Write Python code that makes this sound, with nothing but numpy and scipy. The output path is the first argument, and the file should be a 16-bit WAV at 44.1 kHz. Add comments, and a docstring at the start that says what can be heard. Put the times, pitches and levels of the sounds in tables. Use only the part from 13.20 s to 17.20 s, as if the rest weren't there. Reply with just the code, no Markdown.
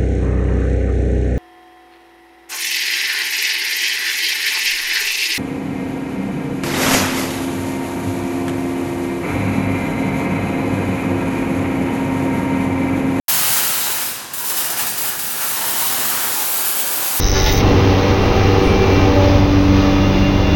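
"""A tiled wash bay, the microphone a few metres from a car being rinsed with a pressure spray gun.
The nozzle hisses, stops for a moment, sputters back and then runs steadily as it is swung away.
Its mist patters on glass and paint and drums the body panels, over the low roar of the air stream
and a faint hum. The tiles ring with the hiss and the patter."""
import sys
import numpy as np
from scipy import signal
from scipy.fft import rfft, irfft
from scipy.io import wavfile
from scipy.ndimage import map_coordinates

SR = 44100
rng = np.random.default_rng(int(sys.argv[2]) if len(sys.argv) > 2 else 0)


def wav_out(sig):
    """Save sig, one row per channel (or a flat mono array), as 16-bit PCM at SR to the path in sys.argv[1]."""
    wavfile.write(sys.argv[1], SR, np.round(np.clip(np.atleast_2d(sig).T, -1, 1) * 32767).astype(np.int16))


N = 176400
TIMES, FREQS = np.arange(N) / SR, np.fft.rfftfreq(N, 1 / SR)
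TOP_HZ = 17250


def undb(db):
    """Decibels to gain."""
    return 10 ** (np.asarray(db) / 20)


def unit(x):
    """Scale to rms 1."""
    return x / np.sqrt(np.mean(x ** 2))


def curve(rows):
    """Join (seconds, value) rows by straight lines."""
    return np.interp(TIMES, *np.array(rows).T)


def over_hz(rows, hz):
    """Read (Hz, value) rows on a log-frequency axis."""
    rows = np.array(rows)
    return np.interp(np.log(hz + 1), np.log(rows[:, 0]), rows[:, 1])


def colour(x, rows):
    """Filter x through (Hz, dB) points and scale to rms 1."""
    return unit(irfft(rfft(x) * undb(over_hz(rows, FREQS)), N))


def bands(x, count):
    """Split x into overlapping bands that sum to x; yields (centre Hz, band)."""
    centres = np.linspace(10, np.sqrt(TOP_HZ), count) ** 2
    spectrum = rfft(x)
    for hz, pick in zip(centres, np.eye(count)):
        yield hz, irfft(spectrum * np.interp(FREQS, centres, pick), N)


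def wander(per_s, points=2048):
    """A random curve of spread near 1 that turns per_s times a second."""
    return np.interp(TIMES * per_s, np.arange(points), rng.standard_normal(points)) * np.sqrt(3 / 2)


def droplets(per_s=9000, spread_db=4):
    """Dense random impacts of uneven size."""
    hits = rng.random(N) < per_s / SR
    return hits * rng.standard_normal(N) * undb(spread_db * rng.standard_normal(N))


# The ring of the tiled bay. Each row: frequency in Hz, seconds to die away by 60 dB.
BAY_DECAY = [(100, 1.5), (1000, 0.64), (2200, 1.3), (5000, 1.5), (9000, 1), (12500, 0.87), (14000, 0.5),
             (17000, 0.57)]


def bay_ring(x, gap_s=0.0067):
    """The diffuse tail from the tiles, reaching the microphone after a short gap."""
    tail = sum(band * undb(-60 * TIMES / over_hz(BAY_DECAY, hz))
               for hz, band in bands(rng.standard_normal(N), count=16))
    tail *= TIMES > gap_s
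    tail /= np.sqrt(np.sum(tail ** 2))
    return irfft(rfft(x) * rfft(tail), N)


# A glancing reflection off a surface close by. Each row: time in seconds, lag in milliseconds.
GLANCE_LAG = [(0, 0.85), (2.15, 0.93), (2.55, .844), (2.85, 0.87), (3.15, 0.675), (3.5, 0.5), (4, 0.58)]


def with_glance(x, reflection_db=-18.5):
    """Add a short, inverted reflection whose lag moves with the gun and sweeps the hiss."""
    lag_s = curve(GLANCE_LAG) / 1000
    reflection = map_coordinates(x, [np.arange(N) - lag_s * SR], order=3, mode="mirror")
    return x - undb(reflection_db) * reflection


def hum(hz=56, width_hz=4, level_db=-61.5):
    """A faint, uneven hum under everything: noise in one narrow low band."""
    spectrum = rfft(rng.standard_normal(N)) / (1 + ((FREQS - hz) / width_hz) ** 2)
    return unit(irfft(spectrum, N)) * undb(level_db)


# The swell of the air stream. Each row: time in seconds, relative level in dB.
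ROAR_LEVEL = [(0.09, -45), (0.5, -39), (1.23, -45.5), (1.28, -39.5), (2.29, -43.5), (2.3, -39),
              (3.11, -37.5), (3.17, -39.5), (3.8, -35.5), (4.0, -38.5)]
# Its spectrum. Each row: frequency in Hz, relative level in dB.
ROAR_SPECTRUM = [(18, -50), (30, -38), (48, -36), (80, -17), (200, -6.5), (300, 2), (360, 1.5), (450, -1),
                 (600, 2.5), (1200, -16)]


def air_roar(gain_db=1.5):
    """Low turbulence of the air stream."""
    return colour(rng.standard_normal(N), ROAR_SPECTRUM) * undb(curve(ROAR_LEVEL) + gain_db)


# The car's body drumming under the jet. Each row: time in seconds, relative level in dB.
DRUM_LEVEL = [(.09, -42), (.13, -34.5), (.32, -36.5), (.65, -42), (.98, -43.5), (1.25, -43), (1.65, -38),
              (2, -41.5), (2.5, -41.5), (2.87, -36.5), (3.3, -47), (3.5, -46.5), (4, -45)]
# The panels' resonances. Each row: frequency in Hz, half-width in Hz, relative level in dB.
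PANEL_MODES = [(109.5, 17, -2), (128, 36, -3), (194, 58, -2.5), (249, 21, -1)]


def panel_drumming(low_cut_hz=41, gain_db=-3):
    """Droplets excite the broad low resonances of doors and bonnet."""
    freqs = FREQS + 1  # avoids dividing by zero
    power = sum((undb(db) / (1 + ((freqs - hz) / width) ** 2)) ** 2 for hz, width, db in PANEL_MODES)
    response = np.sqrt(power) / (1 + (low_cut_hz / freqs) ** 4)
    drumming = irfft(rfft(droplets()) * response, N)
    return unit(drumming) * undb(curve(DRUM_LEVEL) + gain_db)


# Mist striking the car, a few metres off. Each row: time in seconds, relative level in dB.
PATTER_LEVEL = [(.09, -30), (.3, -25), (.52, -29.5), (.62, -30.5), (.8, -27.5), (.92, -36), (1.02, -34.5),
                (1.15, -40), (1.19, -37), (1.3, -30.5), (1.52, -30), (1.62, -27), (1.72, -38), (1.8, -30.5),
                (1.89, -28.5), (1.96, -35), (2.12, -33), (2.165, -29), (2.23, -25.5), (2.3, -32),
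                (2.38, -27.5), (2.6, -28), (3.04, -26.5), (3.14, -29), (3.33, -30.5), (3.55, -30.5),
                (3.78, -31), (3.88, -28), (4, -32)]
# The spectrum of the impacts. Each row: frequency in Hz, relative level in dB.
PATTER_SPECTRUM = [(150, -33), (350, -6), (600, -10), (740, -0.5), (1000, -0.5), (1170, -1.5), (1400, -0.5),
                   (1650, -1.5), (2050, -6), (4000, -11.5), (9000, -13.5), (13000, -23), (17000, -40)]
# A hollow resonance that moves with the spot hit. Each row: time in seconds, centre in Hz, boost in dB.
HOLLOW_PATH = [(.1, 890, 7), (.3, 1350, -2), (.44, 1340, 9), (.6, 1230, -1), (.76, 880, 2), (1, 1060, 5),
               (1.24, 970, 11), (1.5, 1330, -0.5), (1.62, 850, 0), (1.94, 1550, 2), (2.23, 1290, 3),
               (2.39, 920, 6), (2.6, 1020, 6), (2.85, 1200, 2), (3.05, 1310, 6), (3.15, 844, 0),
               (3.32, 754, 7.5), (3.5, 910, -5), (3.66, 1630, 6), (3.78, 1000, 1), (3.9, 766, 7),
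               (4, 790, -4)]


def mist_patter(hollow_octaves=0.14, gust_db=0.8, gain_db=-0.5):
    """Droplets patter on glass and paint in uneven gusts, with a wandering hollow resonance."""
    centre_hz = curve([(s, hz) for s, hz, db in HOLLOW_PATH])
    boost_db = curve([(s, db) for s, hz, db in HOLLOW_PATH])
    patter = 0
    for hz, band in bands(colour(droplets(), PATTER_SPECTRUM), count=60):
        nearness = np.exp(-(np.log2(hz / centre_hz) / hollow_octaves) ** 2)
        patter += band * undb(boost_db * nearness)
    return unit(patter) * undb(curve(PATTER_LEVEL) + gain_db + gust_db * wander(per_s=35))


# The nozzle sputtering back. Each row: start in seconds, relative level in dB.
SPIT_EVENTS = [(1.134, -20), (1.18, -17.5), (1.247, -19.5), (1.297, -15), (1.366, -18), (1.442, -16.5),
               (1.5, -15), (1.605, -22), (1.666, -12), (1.777, -16.5), (1.803, -25), (1.99, -18)]
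# The spectrum of a spit. Each row: frequency in Hz, relative level in dB.
SPIT_SPECTRUM = [(200, -19), (1000, -7), (4000, -6.5), (8000, -3.5), (12000, -1.5), (14000, -3), (17000, 3)]


def nozzle_spits(attack_s=0.0017, decay_s=0.031):
    """The nozzle spits: bursts of noise that rise sharply and die away fast."""
    power = 0
    for start, db in SPIT_EVENTS:
        age = np.maximum(TIMES - start, 0)
        burst = undb(db) * np.minimum(age / attack_s, 1) * np.exp(-age / decay_s)
        power += burst ** 2
    return colour(rng.standard_normal(N), SPIT_SPECTRUM) * np.sqrt(power)


# The jet, a few metres from the microphone. Each row: time in seconds, relative level in dB.
JET_LEVEL = [(.08, -14), (.22, -14), (.32, -13), (.5, -16), (.7, -17.5), (.82, -20), (.895, -22),
             (.915, -25), (1.02, -47), (1.128, -45), (1.14, -24), (1.25, -21.5), (1.35, -21), (1.385, -14),
             (1.46, -20), (1.555, -40), (1.575, -17), (1.615, -15.5), (1.69, -28), (1.762, -25),
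             (1.785, -19.5), (1.895, -16), (1.93, -29), (1.97, -27), (2.03, -21), (2.2, -19), (2.65, -16.5),
             (3.05, -18), (3.35, -17), (4, -18)]
# Its brightness as the gun is turned. Each row: time in seconds, tilt above 1 kHz in dB per octave.
JET_TILT = [(.1, 0.5), (.7, 0.24), (1.2, 2), (1.6, 1), (2.1, 2.5), (2.5, 1), (3, 1.7), (3.25, 2), (3.7, 2),
            (4, 1.5)]
# Its spectrum before the tilt. Each row: frequency in Hz, relative level in dB.
JET_SPECTRUM = [(200, -35), (900, -9), (1800, -11), (2300, -5.5), (2700, -8.5), (3000, -5.5), (3500, -6.5),
                (5000, -8), (7000, -7), (10000, -5), (12100, -2.5), (13400, -4.5), (15200, -3), (17000, 0)]


def jet_hiss(shimmer_db=1.3, pivot_hz=10000):
    """Turbulent hiss whose brightness follows the aim, while narrow bands of it swell and fade."""
    tilt = curve(JET_TILT)
    hiss = 0
    for hz, band in bands(colour(rng.standard_normal(N), JET_SPECTRUM), count=40):
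        octaves = np.log2(max(hz, 1000) / pivot_hz)
        hiss += band * undb(tilt * octaves + shimmer_db * wander(per_s=30))
    return unit(hiss) * undb(curve(JET_LEVEL))


def spray_gun(flutter_db=1.04):
    """Hiss and spits leave the nozzle together, with a quick flutter in level."""
    return (jet_hiss() + nozzle_spits()) * undb(flutter_db * wander(per_s=70))


def scene(bay_db=-2, spray_db=-1):
    """At the microphone: gun and mist ringing in the bay, over drumming, roar and hum."""
    spray = spray_gun() + mist_patter()
    # The echo paths shift as the gun moves: drift between two independent tails.
    blend_rad = 1.5 * wander(per_s=4)
    walls = np.cos(blend_rad) * bay_ring(spray) + np.sin(blend_rad) * bay_ring(spray)
    spray_in_bay = with_glance(spray + undb(bay_db) * walls)
    return (spray_in_bay * undb(spray_db) + panel_drumming() + air_roar() + hum())[None]


def record(dry, open_at_s=0.0817, fade_in_s=0.0019):
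    """The microphone opens abruptly on the running spray; the top is cut steeply."""
    opening = np.clip((TIMES - open_at_s) / fade_in_s, undb(-85), 1)
    low_pass = signal.ellip(12, 0.1, 75, TOP_HZ, fs=SR, output="sos")
    return signal.sosfilt(low_pass, dry * opening)


dry = scene()
out = record(dry)
wav_out(out)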